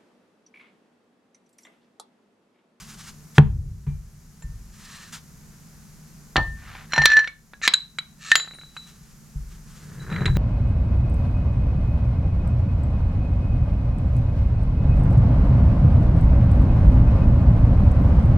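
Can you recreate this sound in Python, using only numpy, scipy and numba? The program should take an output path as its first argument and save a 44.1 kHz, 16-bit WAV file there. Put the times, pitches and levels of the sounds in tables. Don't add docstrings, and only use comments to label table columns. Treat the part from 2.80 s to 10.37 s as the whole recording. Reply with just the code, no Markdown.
import sys
import numpy as np
from scipy import signal
from scipy.fft import rfft, irfft, next_fast_len
from scipy.io import wavfile
from scipy.ndimage import uniform_filter1d, minimum_filter1d
from numba import njit

SR = 44100
rng = np.random.default_rng(int(sys.argv[2]) if len(sys.argv) > 2 else 0)


def wav_record(signal):
    frames = np.transpose(np.atleast_2d(signal))
    bounded = np.clip(frames, -1, 1)
    quanta = np.round(bounded * 32767).astype(np.int16)
    wavfile.write(sys.argv[1], SR, quanta)


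N = 333837
TIME_S = np.arange(N) / SR
AGE_S = TIME_S[:2 * SR]

# start_s, crack_db, ring_db
GEAR_STRIKES = [(1.623, -52, -48.5), (3.566, -8.5, -16), (4.121, -25.5, -39), (4.1342, -13.5, -22),
                (4.161, -18, -27.5), (4.178, -15.5, -7), (4.218, -13.5, -14), (4.236, -29.5, -4.5),
                (4.2564, 6.5, -3.5), (4.301, -15.5, -6.5), (4.317, -12.5, -2), (4.332, -16, 0),
                (4.368, -7, 6), (4.391, -9.5, -1.5), (4.407, -26, -9), (4.4435, -18.5, -9.5),
                (4.475, -15.5, -34), (5.516, -12.5, 4.5)]
# pitch_hz, level_db, base_t60_s
GEAR_OVERTONES = [(2713, -8, .06), (4095, -10, .08), (4124, 1, .22), (5640, -6, .03), (5728, -3, .09),
                  (5790, -5, .04), (6934, -22, .15), (7060, -24, .1), (7720, -35, .12), (10860, -42, .12)]
# start_s, upper_twin_share, t60_factor, overtone_db
GEAR_HOLDS = [(0, .95, .96, -22), (4.1, 0.76, 0.92, -10.5), (4.25, .13, 1, -10), (4.44, 0.97, .15, -19.5)]
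# start_s, crack_db, ring_db, t60_factor
CLINKS = [(4.735, -28.5, -54.5, 0.52), (4.816, -26, -47, 0.4), (4.877, 3, -8.5, 0.25),
          (4.937, -8.5, 5.5, 0.4), (4.9425, -14, -15.5, 0.59), (5.186, -14.5, -7.5, 0.09),
          (5.5163, -3, -21.5, 0.64), (5.555, 1.5, -20.5, 0.96), (5.5977, -18, -20.5, 0.94),
          (5.9659, -26.5, -32, 0.86), (7.195, -43, -47, 0.89), (7.3619, -24, -38, 0.65),
          (7.4564, -17, -20, 0.65), (7.554, -33, -38, 0.87)]
# pitch_hz, level_db, base_t60_s
ASSEMBLY_MODES = [(3900, -9, .18), (3941, 0, .45), (3984, -8, .2), (4161, -14, .15), (6815, -14, .25),
                  (7079, -18, .14), (7688, -15, .35), (8970, -17, .2), (10180, -28, .2), (12580, -24, .18)]
# start_s, end_s, first_db, last_db, typical_gap_s, ring_re_crack_db
RATTLES = [(5.648, 5.851, -31, -39.5, .028, -3), (7.3, 7.438, -35.5, -33.5, 0.015, -11.5),
           (7.465, 7.492, -19, -40.5, .015, -11)]
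# start_s, pitch_hz, level_db, t60_s
PINGS = [(1.075, 2364, -50, 0.3), (1.624, 7200, -39.5, .07), (4.478, 2250, -17, 0.054),
         (4.736, 1660, -38.5, .15), (5.516, 3270, -18.5, .03), (5.557, 7070, -11.5, 0.17),
         (5.557, 14130, -31.5, 0.13), (5.745, 9000, -41.5, .2)]
# peak_s, level_db, rise_s, fall_s, slips_per_s, edge_hz, width_factor
SLIDES = [(2.16, -47, 0.18, .2, 2300, 5000, 1.8), (3.961, -45, 0.24, .14, 2800, 3043, 8.3),
          (4.3, -29, 0.22, 0.24, 950, 3240, 2.5), (4.851, -17.5, .035, .04, 1600, 8100, 0.71),
          (5.511, -32.5, 0.13, 0.05, 2100, 10070, 1.3)]
# pitch_hz, base_width_hz, level_db
SLIDE_MODES = [(950, 270, -20.5), (1308, 110, -0.5), (1778, 100, 7), (2300, 340, -2), (2650, 160, -9.5),
               (4020, 290, 0), (5750, 150, -9.5), (6500, 980, -5), (7150, 400, -21), (9000, 300, -26.5),
               (10900, 390, -24)]
# start_s, level_db, tilt_db_per_octave, rumble_db
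THUMPS = [(0.58, 9.5, 5, -9.5), (1.067, -8.5, -2, -30), (1.634, -28.5, -11.5, -35.5),
          (3.561, -18, -7, -27.5), (4.181, -14.5, -1.5, -48), (6.549, -23, -9, -45), (7.451, -18, 11, -17),
          (7.489, -11.5, -5.5, -14.5), (7.56, -3.5, -6, -29)]
# pitch_hz, level_db, t60_s
BENCH_MODES = [(34.8, -24, 1), (54.8, -14.5, 0.67), (81, -15.5, 0.23), (144.1, -0.5, 0.22),
               (159.4, -6.5, 0.082), (210, -20, 0.22), (250, -26, 0.082), (355, -26, 0.057),
               (428, -25, 0.1)]
# start_s, level_db, t60_s
KNOCKS = [(0.5821, -0.5, 0.01), (0.585, -18, 0.11), (1.066, -44, 0.043), (1.622, -41.5, 0.027),
          (3.5584, -11, 0.043), (3.575, -17.5, 0.11), (3.952, -31.5, 0.015), (4.135, -22.5, 0.044),
          (4.16, -26, 0.076), (4.1788, -13, 0.054), (4.218, -19.5, 0.048), (4.3716, -25, 0.096),
          (4.877, -13.5, .03), (7.411, -36.5, 0.19), (7.477, -31, 0.08)]
# time_s, level_db
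GRIND_LEVELS = [(6.6, -65), (7.1, -42), (7.26, -35), (7.33, -26.5), (7.42, -22.5), (7.5, -25), (7.57, -50)]
# peak_s, level_db, rise_s, fall_s
STROKES = [(0, -50.5, 0.046, 0.11), (.24, -47.5, 0.4, 0.13), (0.567, -42, 0.031, 0.044),
           (2.099, -47, 0.235, .33), (2.335, -42, .016, 0.069), (6.08, -56, 0.39, 0.44),
           (6.73, -54.5, 0.057, 0.075), (6.939, -56.5, .1, 0.6)]
# freq_hz, density_db
CRACK_SPECTRUM = [(200, -30.5), (600, -25), (1050, -7), (1600, 12.5), (3000, 5.5), (4200, 7.5),
                  (5200, -3.5), (7000, -2.5), (10000, -16.5), (16000, -15.5)]
KNOCK_SPECTRUM = [(80, -16.5), (200, -1), (420, -9), (600, -6), (900, 6.5), (1300, -1), (2200, -1.5),
                  (4000, -4.5), (5500, -15), (15000, -8)]
RUMBLE_SPECTRUM = [(20, -14), (40, -2), (80, 0.5), (130, -4.5), (165, -8), (230, -30), (400, -37),
                   (900, -56.5), (3000, -103)]
GRIND_SPECTRUM = [(22, -11), (55, -8), (110, -6), (160, 4), (250, -20.5), (420, -19.5), (700, -33),
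                  (1700, -22), (3000, -45), (6000, -63.5)]
SKIN_SPECTRUM = [(500, -13.5), (1200, 7), (2500, 2), (4000, 2.5), (6500, 4.5), (8500, 0.5), (12500, -8.5),
                 (15500, -16)]
WALL_SPECTRUM = [(100, -2.5), (500, 3), (1200, 0.5), (2200, -4), (4000, -1), (5200, -2.5), (8000, -17.5),
                 (15000, -22.5)]
HUM_SPECTRUM = [(20, -4.5), (35, -1), (60, -4.5), (95, -8.5), (125, -10), (150, 5.5), (180, -5),
                (215, -2.5), (270, -17.5), (450, -23), (800, -61), (2500, -48.5)]
HISS_SPECTRUM = [(500, 0.5), (1500, 2), (3400, -7), (5000, -0.5), (6700, 3), (8500, -4), (10000, -1.5),
                 (11200, -7.5), (12400, 1.5), (14500, -18.5), (16000, -11)]


def loose_gear(twins_hz=(1749, 1796), base_t60_s=0.42, bounce_db=-9):
    out = np.zeros(N)
    for (start_s, crack_db, ring_db), gate in zip(GEAR_STRIKES, until_next(GEAR_STRIKES)):
        _, share, t60_factor, overtone_db = [hold for hold in GEAR_HOLDS if hold[0] <= start_s][-1]
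        lower, upper = (np.sin(2 * np.pi * hz * (start_s + AGE_S)) for hz in twins_hz)
        twins = ((1 - share) * lower + share * upper) * fade(base_t60_s * t60_factor)
        overtones = ring(GEAR_OVERTONES, tilt_db_per_octave=12, t60_factor=0.38)
        overtones *= undb(0.7 * crack_db + overtone_db)
        add(out, start_s, gate * (undb(ring_db) * twins + overtones))
        edge_hz = 9000 * undb(0.57 * crack_db)
        add(out, start_s, undb(crack_db) * burst(CRACK_SPECTRUM, edge_hz, t60_s=0.019))
        delays_s = np.cumsum(0.0071 * rng.uniform(0.51, 0.92, size=2))
        for k, delay_s in enumerate(delays_s, start=1):
            bounce = burst(CRACK_SPECTRUM, edge_hz=1800, t60_s=0.033)
            add(out, start_s + delay_s, undb(min(crack_db, ring_db) + k * bounce_db) * bounce)
    return out


def clinks(tilt_db_per_octave=-5.5):
    out = np.zeros(N)
    contacts = sorted([tuple(row) for row in CLINKS] + rattle_taps())
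    for (start_s, crack_db, ring_db, t60_factor), gate in zip(contacts, until_next(contacts)):
        edge_hz = 10600 * undb(0.63 * crack_db)
        add(out, start_s, undb(crack_db) * burst(CRACK_SPECTRUM, edge_hz, t60_s=0.024))
        add(out, start_s, undb(ring_db) * gate * ring(ASSEMBLY_MODES, tilt_db_per_octave, t60_factor))
    return out


def rattle_taps(gap_jitter=0.35, scatter_db=2, max_taps=12):
    taps = []
    for start_s, end_s, first_db, last_db, gap_s, ring_re_crack_db in RATTLES:
        tap_s = start_s
        for stretch, force in rng.standard_normal((max_taps, 2)):
            if tap_s < end_s:
                crack_db = np.interp(tap_s, [start_s, end_s], [first_db, last_db]) + scatter_db * force
                taps.append((tap_s, crack_db, crack_db + ring_re_crack_db, 1))
            tap_s += gap_s * np.exp(gap_jitter * stretch)
    return taps


def pings():
    out = np.zeros(N)
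    for start_s, pitch_hz, level_db, t60_s in PINGS:
        add(out, start_s, ring([(pitch_hz, level_db, t60_s)]))
    return out


def splines():
    out = np.zeros(N)
    for peak_s, level_db, rise_s, fall_s, slips_per_s, edge_hz, width_factor in SLIDES:
        slips = grit(slips_per_s, scatter_db=2.5)[:SR]
        steel = sum(undb(db) * resonate(slips, hz, base_width_hz * width_factor)
                    for hz, base_width_hz, db in SLIDE_MODES)
        scrape = np.resize(unit(soften(steel, edge_hz)), N)
        out += undb(level_db) * swell(peak_s, rise_s, fall_s) * scrape
    return out


def bench_thumps(shiver_db=-40):
    out = np.zeros(N)
    for start_s, level_db, tilt_db_per_octave, rumble_db in THUMPS:
        boom = ring(BENCH_MODES, tilt_db_per_octave) * (1 - fade(0.035))
        shiver = burst(KNOCK_SPECTRUM, edge_hz=2400, t60_s=0.27)
        rumble = noise(RUMBLE_SPECTRUM, len(AGE_S)) * fade(1.105) * (1 - fade(0.13))
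        add(out, start_s, undb(level_db) * boom + undb(rumble_db) * rumble)
        add(out, start_s, undb(level_db + shiver_db) * shiver)
    return out


def knocks(dulling_s=0.077):
    out = np.zeros(N)
    for start_s, level_db, t60_s in KNOCKS:
        edge_hz = 3700 * np.exp(-t60_s / dulling_s)
        add(out, start_s, undb(level_db) * burst(KNOCK_SPECTRUM, edge_hz, t60_s))
    return out


def shaft_grind():
    level_db = np.interp(TIME_S, *np.transpose(GRIND_LEVELS))
    return undb(level_db) * colour(grit(slips_per_s=590, scatter_db=0), GRIND_SPECTRUM)


def hands(catch_db=3):
    grip = unit(soften(soften(rng.standard_normal(N), edge_hz=23), edge_hz=23))
    speed = sum(undb(db) * swell(peak_s, rise_s, fall_s) for peak_s, db, rise_s, fall_s in STROKES)
    return speed * noise(SKIN_SPECTRUM) * undb(catch_db * grip)


def reflections(x, wet_db=-20, t60_s=0.28, side_db=-3, near_db=-24):
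    tails = [noise(WALL_SPECTRUM, len(AGE_S)) * fade(t60_s) * (1 - fade(0.03)) for _ in range(2)]
    scatter = np.diff(soften(rng.standard_normal(len(AGE_S)) * fade(0.015), edge_hz=570))
    mid, side, near = (signal.fftconvolve(x, h / np.linalg.norm(h))[:N] for h in tails + [scatter])
    return stereo(undb(wet_db) * mid, undb(wet_db + side_db) * side + undb(near_db) * near)


def background(hum_db=-48, hiss_db=-56):
    hum = stereo(noise(HUM_SPECTRUM), undb(-11.5) * noise(HUM_SPECTRUM))
    hiss = stereo(noise(HISS_SPECTRUM), undb(-5) * noise(HISS_SPECTRUM))
    return undb(hum_db) * hum + undb(hiss_db) * hiss


def undb(db):
    return 10 ** (np.asarray(db) / 20)


def unit(x):
    return x / np.sqrt(np.mean(x ** 2))


def add(out, start_s, x):
    i = int(start_s * SR)
    out[i:i + len(x)] += x[:max(N - i, 0)]


def stereo(mid, side):
    return np.array([mid + side, mid - side])


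def fade(t60_s):
    return np.exp(-np.log(1000) * AGE_S / max(t60_s, 1e-3))


def swell(peak_s, rise_s, fall_s, sharpness=1.4):
    ramp = np.interp(TIME_S, [peak_s - rise_s, peak_s, peak_s + fall_s], [0, 1, 0])
    return np.sin(np.pi / 2 * ramp) ** sharpness


def until_next(contacts, ramp_s=0.0022):
    gaps_s = np.diff([row[0] for row in contacts] + [N / SR + 1])
    return [np.clip(np.minimum(AGE_S, gap_s + ramp_s - AGE_S) / ramp_s, 0, 1) for gap_s in gaps_s]


def ring(modes, tilt_db_per_octave=0, t60_factor=1):
    main_hz = max(modes, key=lambda mode: mode[1])[0]
    out = np.zeros(len(AGE_S))
    for k, (hz, db, t60_s) in enumerate(modes):
        gain = (-1) ** k * undb(db + tilt_db_per_octave * np.log2(hz / main_hz))
        out += gain * fade(t60_s * t60_factor) * np.sin(2 * np.pi * hz * AGE_S)
    return out


def burst(spectrum, edge_hz, t60_s):
    size = SR // 4
    decay = fade(t60_s)
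    x = soften(noise(spectrum, size) * decay[:size], edge_hz)
    return x * np.sqrt(np.sum(decay ** 2) / np.sum(x ** 2))


def grit(slips_per_s, scatter_db):
    slips = (rng.random(N) < slips_per_s / SR) * rng.choice([-1, 1], N)
    return unit(slips * undb(scatter_db * rng.standard_normal(N)))


def noise(spectrum, size=N):
    return colour(rng.standard_normal(size), spectrum)


def colour(x, spectrum):
    hz, db = np.transpose(spectrum)
    size = next_fast_len(len(x))
    bins_hz = np.arange(size // 2 + 1) * SR / size + 1e-3
    gain = undb(np.interp(np.log(bins_hz), np.log(hz), db))
    skirts = np.minimum(bins_hz / hz[0], 1) ** 2 * np.minimum(hz[-1] / bins_hz, 1) ** 2
    return unit(irfft(rfft(x, size) * gain * skirts, size)[:len(x)])


def resonate(x, pitch_hz, width_hz):
    b, a = signal.iirpeak(pitch_hz, pitch_hz / (2 * width_hz), SR)
    return signal.lfilter(b, a, signal.lfilter(b, a, x))


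def soften(x, edge_hz):
    return signal.sosfilt(signal.butter(2, min(edge_hz, SR / 3), fs=SR, output="sos"), x)


@njit
def follow(x, attack_s, release_s):
    envelope, level = np.empty(len(x)), 0.
    for i in range(len(x)):
        level += (x[i] - level) / (SR * (attack_s if x[i] > level else release_s))
        envelope[i] = level
    return envelope


def limit(x, ceiling=3.1, window_samples=65):
    needed_gain = ceiling / np.maximum(np.abs(x).max(axis=0), ceiling)
    held_gain = minimum_filter1d(needed_gain, window_samples)
    return np.clip(x * uniform_filter1d(held_gain, window_samples), -1, 1)


def scene():
    floor = background()
    work = hands() + splines() + bench_thumps() + knocks() + shaft_grind()
    work += loose_gear() + clinks() + pings()
    return work + reflections(work) + floor


def record(dry, knee_db=-14, squeeze=0.72, left_lag_s=1.6e-5, left_db=0.3, top_hz=16200):
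    size = next_fast_len(N)
    lag_rad = 2 * np.pi * np.arange(size // 2 + 1) * SR / size * left_lag_s
    left = irfft(rfft(dry[0], size) * np.exp(-1j * lag_rad), size)[:N]
    ports = np.array([undb(left_db) * left, dry[1]])
    envelope = follow(np.abs(ports).max(axis=0), attack_s=0.025, release_s=0.78)
    gain = (1 + (envelope / undb(knee_db)) ** 2) ** (-squeeze / 2)
    low_pass = signal.ellip(8, 0.2, 70, top_hz, fs=SR, output="sos")
    return signal.sosfilt(low_pass, limit(ports * gain))


dry = scene()
out = record(dry)
wav_record(out)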